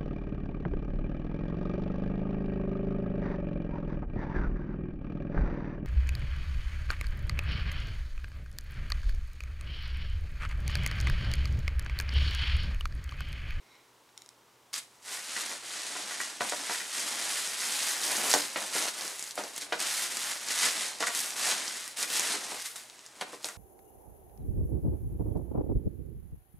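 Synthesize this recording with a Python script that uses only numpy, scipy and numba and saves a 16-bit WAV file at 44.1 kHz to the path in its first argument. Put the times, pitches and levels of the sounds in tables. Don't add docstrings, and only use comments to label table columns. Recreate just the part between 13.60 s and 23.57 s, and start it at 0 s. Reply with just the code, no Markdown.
import sys
import numpy as np
from scipy import signal
from scipy.fft import rfft, irfft
from scipy.io import wavfile
from scipy.ndimage import uniform_filter1d
from numba import njit

SR = 44100
rng = np.random.default_rng(int(sys.argv[2]) if len(sys.argv) > 2 else 0)


def wav_record(signal):
    frames = np.transpose(np.atleast_2d(signal))
    bounded = np.clip(frames, -1, 1)
    quanta = np.round(bounded * 32767).astype(np.int16)
    wavfile.write(sys.argv[1], SR, quanta)


N = 439677

# frequency in Hz, relative gain in dB.
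HUSH_SPECTRUM = [(12, -71), (20, -21), (86, -13), (110, -16), (130, -6), (154, -10.5), (399, -2.5),
                 (698, -7), (923, -2), (1760, -10.5), (7730, -16), (14700, -23), (16000, -28)]
# frequency in Hz, gain in dB.
SIDE_SPECTRUM = [(60, -1), (130, -27), (300, -17.5), (700, -12.5), (1300, -12.5), (2400, -10), (4400, -12),
                 (6000, -19), (8000, -63.5), (12000, -24.5)]
# start in seconds, level in dB, brightness in dB per octave.
PLUG_TICKS = [(0.491, -44, -8), (0.5766, -22.5, 3), (0.6197, -27, 1), (0.661, -34, 6), (0.69, -28.5, 5)]
# frequency in Hz, level in dB, T60 in seconds.
PLUG_MODES = [(2160, -4, 0.0075), (3900, 1.5, 0.0068), (5530, 3.5, 0.0056), (6800, 0, 0.0058),
              (8550, -5, 0.0063), (10200, -5, 0.0048)]
# time in seconds, level in dB.
PLUG_SLIDE = [(0, -71), (.15, -61.5), (.3, -78), (.4, -95)]
# start in seconds, level in dB, pitch in Hz.
TOY_KNOCKS = [(1.1777, -42, 2000), (1.5721, -31.5, 1830), (1.7646, -21.5, 1690), (1.9144, -30, 2110),
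              (2.353, -22.5, 1010), (2.385, -31, 520), (2.5089, -23.5, 1300), (2.6019, -18.5, 1840),
              (2.8067, -12.5, 820), (2.837, -30, 755), (2.9217, -16.5, 744), (3.0963, -16.5, 990),
              (3.1448, -24, 1900), (3.2037, -23.5, 2120), (4.0194, -26, 2040), (4.7381, -9.5, 630),
              (4.759, -18, 423), (4.9587, -20.5, 720), (5.153, -19.5, 410), (5.444, -33, 216),
              (5.7767, -18.5, 530), (5.8004, -24, 560), (5.8363, -28, 630), (6.018, -36, 304),
              (6.1226, -13.5, 870), (6.9028, -26, 2190), (7.0273, -21, 1970), (7.068, -22.5, 1390),
              (7.0865, -46, 2190), (7.4042, -20, 470), (7.4258, -13, 1160), (7.4694, -17, 1700),
              (7.492, -22.5, 1000), (8.2722, -36, 2040), (8.432, -23.5, 2110), (8.741, -28, 290),
              (8.9194, -26.5, 800), (9.6108, -18.5, 840), (9.7306, -26.5, 424), (9.8446, -27, 606),
              (9.8863, -27.5, 1300)]
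# frequency in Hz, relative level in dB.
BOX_MODES = [(210, -11.5), (300, -0.5), (390, -2.5), (474, 0.5), (610, 1.5), (720, 2.5), (975, 2.5),
             (1174, 1.5), (1448, 7), (1647, 0.5), (1950, 11), (2350, 6.5), (2640, -20)]
# start in seconds, level in dB, pitch in Hz.
LOUD_SNAPS = [(1.1407, -13.5, 6160), (1.1803, -18, 7180), (1.4277, -38, 6660), (1.8058, -28, 7490),
              (1.8953, -29, 6170), (2.2668, -19, 6260), (2.5871, -33, 6810), (2.6138, -18, 7860),
              (2.6346, -18, 5870), (2.809, -20, 4160), (2.8963, -11.5, 7640), (3.0176, -22, 6390),
              (3.3807, -18, 5930), (3.5249, -17, 5000), (3.8746, -17, 6350), (4.0046, -18, 5460),
              (4.1237, -16, 6250), (4.2038, -22, 5650), (4.2266, -13, 5200), (4.4341, -13, 6520),
              (4.4409, -17, 6640), (4.469, -23, 5710), (4.4785, -13, 6210), (4.5674, -11, 7400),
              (4.7042, -8, 6900), (4.7144, -8, 5620), (4.7305, -7, 6600), (4.739, -2, 6340),
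              (4.802, -12, 6980), (4.8192, -19, 5580), (4.8524, -24, 6070), (4.9019, -25, 6360),
              (5.2242, -11, 6450), (5.2772, -22, 6180), (5.284, -16, 5130), (5.3952, -26, 5760),
              (5.4104, -21, 5410), (5.4229, -26, 5460), (5.4789, -21, 6790), (5.594, -18, 7040),
              (5.6054, -30, 6150), (5.6256, -17.5, 7100), (5.6398, -20, 7030), (5.6654, -30, 6550),
              (5.6758, -22, 7290), (5.7095, -21, 5900), (5.7554, -21, 8590), (5.7966, -30, 6710),
              (5.8373, -20, 5340), (5.8549, -29, 7010), (5.9625, -19, 7650), (5.9793, -13, 7800),
              (6.1278, -22.5, 3600), (6.2032, -14, 8600), (6.2501, -30, 6560), (6.2704, -16, 6870),
              (6.5702, -13, 6540), (6.5923, -18, 6780), (6.8861, -18, 6150), (6.9055, -23, 5650),
              (6.9172, -28, 5890), (7.0555, -14, 5300), (7.2642, -16, 7510), (7.2781, -26, 7330),
              (7.3867, -26, 6250), (7.4051, -14, 6070), (7.432, -21, 5010), (7.5498, -13.5, 7700),
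              (7.5746, -16, 7930), (7.5914, -15, 6150), (7.6035, -12.5, 7860), (7.6223, -30, 7090),
              (7.7061, -20, 6570), (8.0788, -17, 5340), (8.1703, -22, 7500), (8.278, -18, 8700),
              (8.3891, -16, 7700), (8.428, -11.5, 5740), (8.5962, -8, 7450), (8.8074, -34, 6600),
              (9.0035, -24, 7220), (9.0581, -27, 7700), (9.2159, -34, 6770), (9.2987, -32, 5230),
              (9.392, -34.5, 5250), (9.4627, -27, 6400), (9.4754, -39, 5710), (9.6115, -21, 3920),
              (9.8301, -28, 6380), (9.8446, -16, 5670), (9.8563, -20, 7000), (9.8691, -22, 7840),
              (9.8873, -16, 6540)]
# start in seconds, level in dB, pitch in Hz.
SUDDEN_GRABS = [(1.1276, -24, 6400), (1.4278, -42, 8100), (1.4406, -36, 6200), (1.692, -16, 3500),
                (1.7494, -30, 4610), (2.604, -16, 7340), (2.807, -7, 3500), (2.8955, -20, 6000),
                (3.096, -20, 4790), (4.7387, 8, 7440), (4.9593, -1.5, 2540), (5.1368, -4, 5670),
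                (5.709, -31, 5800), (5.7545, -35, 7000), (5.777, -5.5, 3820), (6.125, -0.5, 2980),
                (6.201, -17, 5000), (6.8847, -27, 7320), (6.9056, -8, 3380), (6.9164, -21, 3380),
                (7.4047, -4, 3500), (7.466, -11, 4330), (7.5487, -23, 8340), (8.364, -20, 6050),
                (8.384, -7, 7610), (8.5006, 0, 5820), (9.057, -16, 7500), (9.157, -13, 5230),
                (9.6122, -7, 2350), (9.722, -31, 4430), (9.845, -16, 5040), (9.886, -18, 6000)]
# time in seconds, crackle level in dB, level in dB of the low rustle of wrap on box and toy.
GRIPS = [
    [(1.13, -34, -67), (1.138, -37, -67), (1.172, -40, -65), (1.186, -38.5, -64), (1.212, -56, -67),
     (1.27, -66, -76), (1.42, -65, -71)],
    [(1.43, -55, -69), (1.472, -43.5, -55), (1.548, -38.5, -52), (1.636, -43.5, -58.5), (1.784, -36, -51),
     (1.926, -39, -48.5), (2.02, -48.5, -64)],
    [(2.03, -44, -54), (2.142, -39, -51.5), (2.458, -40, -51), (2.544, -37, -52), (2.596, -41, -50),
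     (2.6, -36.5, -50), (2.8, -47.5, -56)],
    [(2.81, -37.5, -48), (2.824, -39, -37), (2.92, -37, -54), (3.006, -40, -46), (3.122, -34, -53),
     (3.294, -42.5, -54), (3.3, -39, -52)],
    [(3.31, -38.5, -59), (3.376, -34, -47.5), (3.57, -36, -48), (3.728, -33, -48), (3.952, -37.5, -54),
     (4.042, -33.5, -49), (4.3, -32, -46.5)],
    [(4.31, -32, -47), (4.388, -37, -46), (4.426, -33.5, -46), (4.664, -33, -35), (4.733, -28.5, -42)],
    [(4.745, -30.5, -43), (4.767, -30.5, -41), (4.925, -43.5, -51), (4.95, -39, -55)],
    [(4.96, -47, -53), (4.972, -37.5, -40), (5.114, -39, -49.5), (5.162, -29, -41.5), (5.29, -35, -39.5),
     (5.298, -39, -53), (5.33, -43.5, -57)],
    [(5.34, -42, -53), (5.436, -37.5, -45.5), (5.582, -45.5, -58), (5.594, -42.5, -56), (5.724, -47.5, -65),
     (5.732, -56, -61), (5.77, -45.5, -55)],
    [(5.78, -43, -39), (5.928, -48, -57.5), (5.98, -41.5, -52.5), (5.996, -48, -55), (6.018, -38.5, -60),
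     (6.082, -52.5, -51), (6.118, -49, -55)],
    [(6.13, -47, -52), (6.158, -47, -45), (6.186, -46, -47), (6.195, -37, -52)],
    [(6.205, -34, -45), (6.295, -34.5, -48.5), (6.443, -33, -50), (6.483, -39, -50.5), (6.713, -34, -47.5),
     (6.787, -41.5, -54), (6.84, -40, -52)],
    [(6.85, -41.5, -49), (6.92, -30, -57), (6.932, -35, -52), (7.056, -25.5, -40), (7.134, -34.5, -49),
     (7.226, -33, -46.5), (7.395, -48.5, -56)],
    [(7.405, -35.5, -47), (7.463, -38.5, -54), (7.471, -28.5, -52), (7.497, -39, -62), (7.545, -35.5, -53),
     (7.549, -33.5, -50.5), (7.75, -40, -49.5)],
    [(7.76, -39, -49), (7.792, -33, -46), (7.926, -28.5, -37), (7.96, -36, -45.5), (8.178, -39.5, -52.5),
     (8.306, -46, -60), (8.36, -54, -57)],
    [(8.37, -37, -55), (8.428, -31.5, -46), (8.466, -43.5, -54), (8.564, -29.5, -45.5),
     (8.638, -33.5, -42.5), (8.754, -31, -42.5), (8.78, -37, -43)],
    [(8.79, -40.5, -50.5), (8.97, -41.5, -47.5), (9.024, -39.5, -63), (9.038, -47, -56), (9.06, -36.5, -67),
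     (9.092, -46.5, -64), (9.15, -51, -60)],
    [(9.16, -42, -61), (9.258, -55, -61.5), (9.452, -56, -64), (9.458, -54, -64), (9.526, -59.5, -62),
     (9.605, -52.5, -56)],
    [(9.615, -39.5, -59), (9.651, -58, -53), (9.741, -46.5, -54), (9.791, -62, -58), (9.837, -50, -66),
     (9.845, -40.5, -52), (9.97, -60, -58)],
]
# frequency in Hz, relative gain in dB.
FILM_SPECTRUM = [(410, -19.5), (700, -6.5), (922, -4), (1170, -1), (1970, 5), (2460, 2.5), (4210, 5),
                 (8310, 6), (10700, 4.5), (15200, -4.5), (16000, -36)]
# frequency in Hz, relative gain in dB.
RUSTLE_SPECTRUM = [(35, -87), (60, -7), (178, -10), (215, -4.5), (309, -2.5), (392, -3), (445, -3.5),
                   (590, 0.5), (904, 0.5), (1960, -5.5), (2600, -4), (3380, -11), (5720, -120)]
# time in seconds, level in dB against the lower crackle.
FINE_CRACKLE = [(1.12, -16), (1.5, -17), (2.4, -31), (2.9, -22.5), (4, -16.5), (4.6, -10.5), (5.1, -18.5),
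                (5.7, -11), (6.1, -20), (6.4, -12.5), (7.1, -19.5), (7.45, -25), (7.6, -6.5), (8, -25.5),
                (8.5, -10), (8.75, -26), (9.1, -7.5), (9.5, -23), (9.97, -9)]

HUM_HZ, HUM_RMS_DB = 119.9, -80
FRAME_S, FRAME_START_S = 1 / 29.97, .0311
HUSH_RMS_DB = -62.5
ROOM_T60_S, ROOM_DB = .28, -10
TOP_HZ = 15800
KNOCK_T60_S = 0.091
BOUNCE_S, BOUNCE_DB = .011, -2.5
GRAB_T60_S = 0.11
SMALL_PER_S, SMALL_DB, SMALL_SPREAD_DB, SMALL_HZ = 30, 4, 1, 6250


def undb(db):
    return 10 ** (np.asarray(db) / 20)


def unit(x):
    return x / np.sqrt(np.mean(x ** 2))


def sample(s):
    return (np.asarray(s) * SR).astype(np.int64)


def curve(s, db):
    return undb(np.interp(np.arange(N) / SR, s, db, left=-150))


def colour(x, table):
    hz, db = np.transpose(table)
    grid = np.arange(1025) * SR / 2048 + 1
    gain = undb(np.interp(np.log(grid), np.log(hz), db))
    cepstrum = irfft(np.log(gain))
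    cepstrum[1:1024] *= 2
    cepstrum[1025:] = 0
    impulse = irfft(np.exp(rfft(cepstrum)))
    return signal.fftconvolve(x, impulse)[:len(x)]


@njit
def rings(at, hz, t60, size, count):
    y = np.zeros(count)
    for k in range(len(at)):
        step = np.exp(2j * np.pi * hz[k] / SR - np.log(1000) / (t60[k] * SR))
        z = size[k] + 0j
        for i in range(at[k], min(count, at[k] + int(t60[k] * SR * 5 / 6))):
            z *= step
            y[i] += z.imag
    return y


def mains_hum():
    return undb(HUM_RMS_DB) * np.sqrt(2) * np.sin(2 * np.pi * HUM_HZ * np.arange(N) / SR)


def camera_tick():
    at = sample(np.arange(FRAME_START_S, N / SR, FRAME_S))
    one = np.ones(len(at))
    return rings(at, 3050 * one, 0.0045 * one, undb(-58) * one, N)


def room_hush():
    return unit(colour(rng.standard_normal(N), HUSH_SPECTRUM)) * undb(HUSH_RMS_DB)


def room(x):
    t = np.arange(SR // 3) / SR
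    turn = np.pi * np.arange(N) / SR / .4
    out = 0
    for share in (np.sin(turn), np.cos(turn)):
        noise = rng.standard_normal(len(t))
        dull = uniform_filter1d(noise, size=5)
        bright = (noise - dull) * np.exp(-t / 0.54)
        tail = (dull + bright) * undb(-60 * t / ROOM_T60_S) * (t > .003)
        tail = tail / np.sqrt(np.sum(tail ** 2))
        out = out + signal.oaconvolve(x * share, tail)[:N]
    return out


def struck(events, weight_db, hz, t60):
    g = rng.standard_normal(weight_db.shape + (3,))
    at = events[:, :1] + .0007 * np.abs(g[..., 2])
    size = undb(events[:, 1:2] + weight_db) * np.sign(g[..., 0])
    pitch = hz * (1 + .02 * g[..., 1])
    return rings(sample(at).ravel(), pitch.ravel(), (t60 + 0 * size).ravel(), size.ravel(), N)


def plug():
    events, (hz, db, t60) = np.array(PLUG_TICKS), np.transpose(PLUG_MODES)
    tilt_db = events[:, 2:3] * np.log2(hz / 5000)
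    ticks = struck(events, db + tilt_db - 15.5, hz, t60)
    u = rng.random((3000, 2)).T
    mode = (u[1] * 3).astype(np.int64)
    slide = rings(sample(u[0] / 2), hz[mode], 1.3 * t60[mode], undb(-4.0 * mode), N)
    slide = slide / np.std(slide[:SR // 2])
    return ticks + slide * curve(*np.transpose(PLUG_SLIDE))


def knocks():
    blows, (hz, db) = np.array(TOY_KNOCKS), np.transpose(BOX_MODES)
    events = np.concatenate([blows, blows + [BOUNCE_S, BOUNCE_DB, 0]])
    blow_hz = events[:, 2:3]
    near_db = -9.0 * np.abs(np.log2(hz / blow_hz))
    ring = struck(events, db + near_db - 18.5, hz, KNOCK_T60_S * (600 / hz) ** 0.75)
    crack_hz = blow_hz * np.array([1.3, 1.8, 2.5, 3.4])
    crack = struck(events, 0 * crack_hz - 12.0, crack_hz, 12 / crack_hz)
    return ring + crack


def shower(s, db, hz, t60, fall_db, octaves, cycles, count):
    s, db, hz, t60 = (np.repeat(c, count) for c in np.broadcast_arrays(s, db, hz, t60))
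    u = rng.random((len(s), 3)).T
    slot = (np.arange(len(s)) % count + u[0]) / count - .5
    pitch = np.clip(hz * 2 ** (octaves * slot), 300, 15000)
    size = undb(db - fall_db * u[1]) * np.sqrt(pitch / hz) * np.sign(u[2] - .5)
    at = sample(s + u[1] * t60 * fall_db / 60)
    return rings(at, pitch, cycles / pitch, size, N)


def small_snaps():
    u = rng.random((SMALL_PER_S * N // SR, 3)).T
    s = u[0] * N / SR
    grip_s, film_db, _ = np.concatenate(GRIPS).T
    rarity = np.minimum(-np.log(1 - u[1]), 2)
    db = np.interp(s, grip_s, film_db, left=-150) + SMALL_DB + SMALL_SPREAD_DB * rarity
    return np.array([s, db, SMALL_HZ * 2 ** (1.06 * u[2] - .3)]).T


def snaps():
    s, db, hz = np.concatenate([LOUD_SNAPS, small_snaps()]).T
    snap = shower(s, db - 6.5, hz, .006, fall_db=6, octaves=1.3, cycles=13, count=8)
    after = shower(s, db - 12, hz, 0.035, fall_db=26.5, octaves=0.49, cycles=27, count=24)
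    s, db, hz = np.transpose(SUDDEN_GRABS)
    grab = shower(s, db - 25, hz, GRAB_T60_S, fall_db=29, octaves=1.6, cycles=4.4, count=500)
    return signal.sosfilt(signal.butter(2, 12000, fs=SR, output="sos"), snap + after + grab)


def swarm(lo_hz, hi_hz, cycles, spread_db, loose, burst_s, count, size):
    u = rng.random((count, 5)).T
    burst = np.repeat(rng.random((count // size, 2)), size, axis=0).T
    alone = u[4] < loose
    burst_at = burst[0] * N / SR - burst_s * np.log(1 - u[0])
    s = np.where(alone, u[0] * N / SR, burst_at)
    place = np.where(alone, u[1], (burst[1] + 0.592 * u[1]) % 1)
    hz = lo_hz * (hi_hz / lo_hz) ** place
    rarity = np.minimum(-np.log(1 - u[2]), 5)
    force = np.sign(u[3] - .5) * undb(spread_db * rarity) * hz / hi_hz
    return rings(sample(s), hz, cycles / hz, force, N)


def wrap():
    s, film_db, low_db = np.concatenate(GRIPS).T
    clicks = swarm(507, 23100, cycles=3.14, spread_db=1.5, loose=.6, burst_s=.008, count=120000, size=60)
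    film = colour(clicks, FILM_SPECTRUM)
    body = unit(signal.sosfilt(signal.butter(4, 10000, "low", fs=SR, output="sos"), film))
    fine = unit(signal.sosfilt(signal.butter(4, 10000, "high", fs=SR, output="sos"), film))
    folds = swarm(64, 3000, cycles=4.6, spread_db=1.5, loose=.7, burst_s=.02, count=20000, size=40)
    rustle = unit(colour(folds, RUSTLE_SPECTRUM))
    crackle = body + fine * curve(*np.transpose(FINE_CRACKLE))
    return crackle * curve(s, film_db) + rustle * curve(s, low_db)


def scene():
    near = wrap() + snaps() + knocks() + plug()
    near = signal.sosfilt(signal.butter(4, 170, "high", fs=SR, output="sos"), near)
    mid = near + undb(ROOM_DB) * room(near) + room_hush() + mains_hum() + camera_tick()
    side = colour(room(near) + room_hush(), SIDE_SPECTRUM)
    return np.array([mid + side, mid - side])


def record(dry):
    return signal.sosfilt(signal.ellip(10, .2, 70, TOP_HZ, fs=SR, output="sos"), dry)


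dry = scene()
out = record(dry)
wav_record(out)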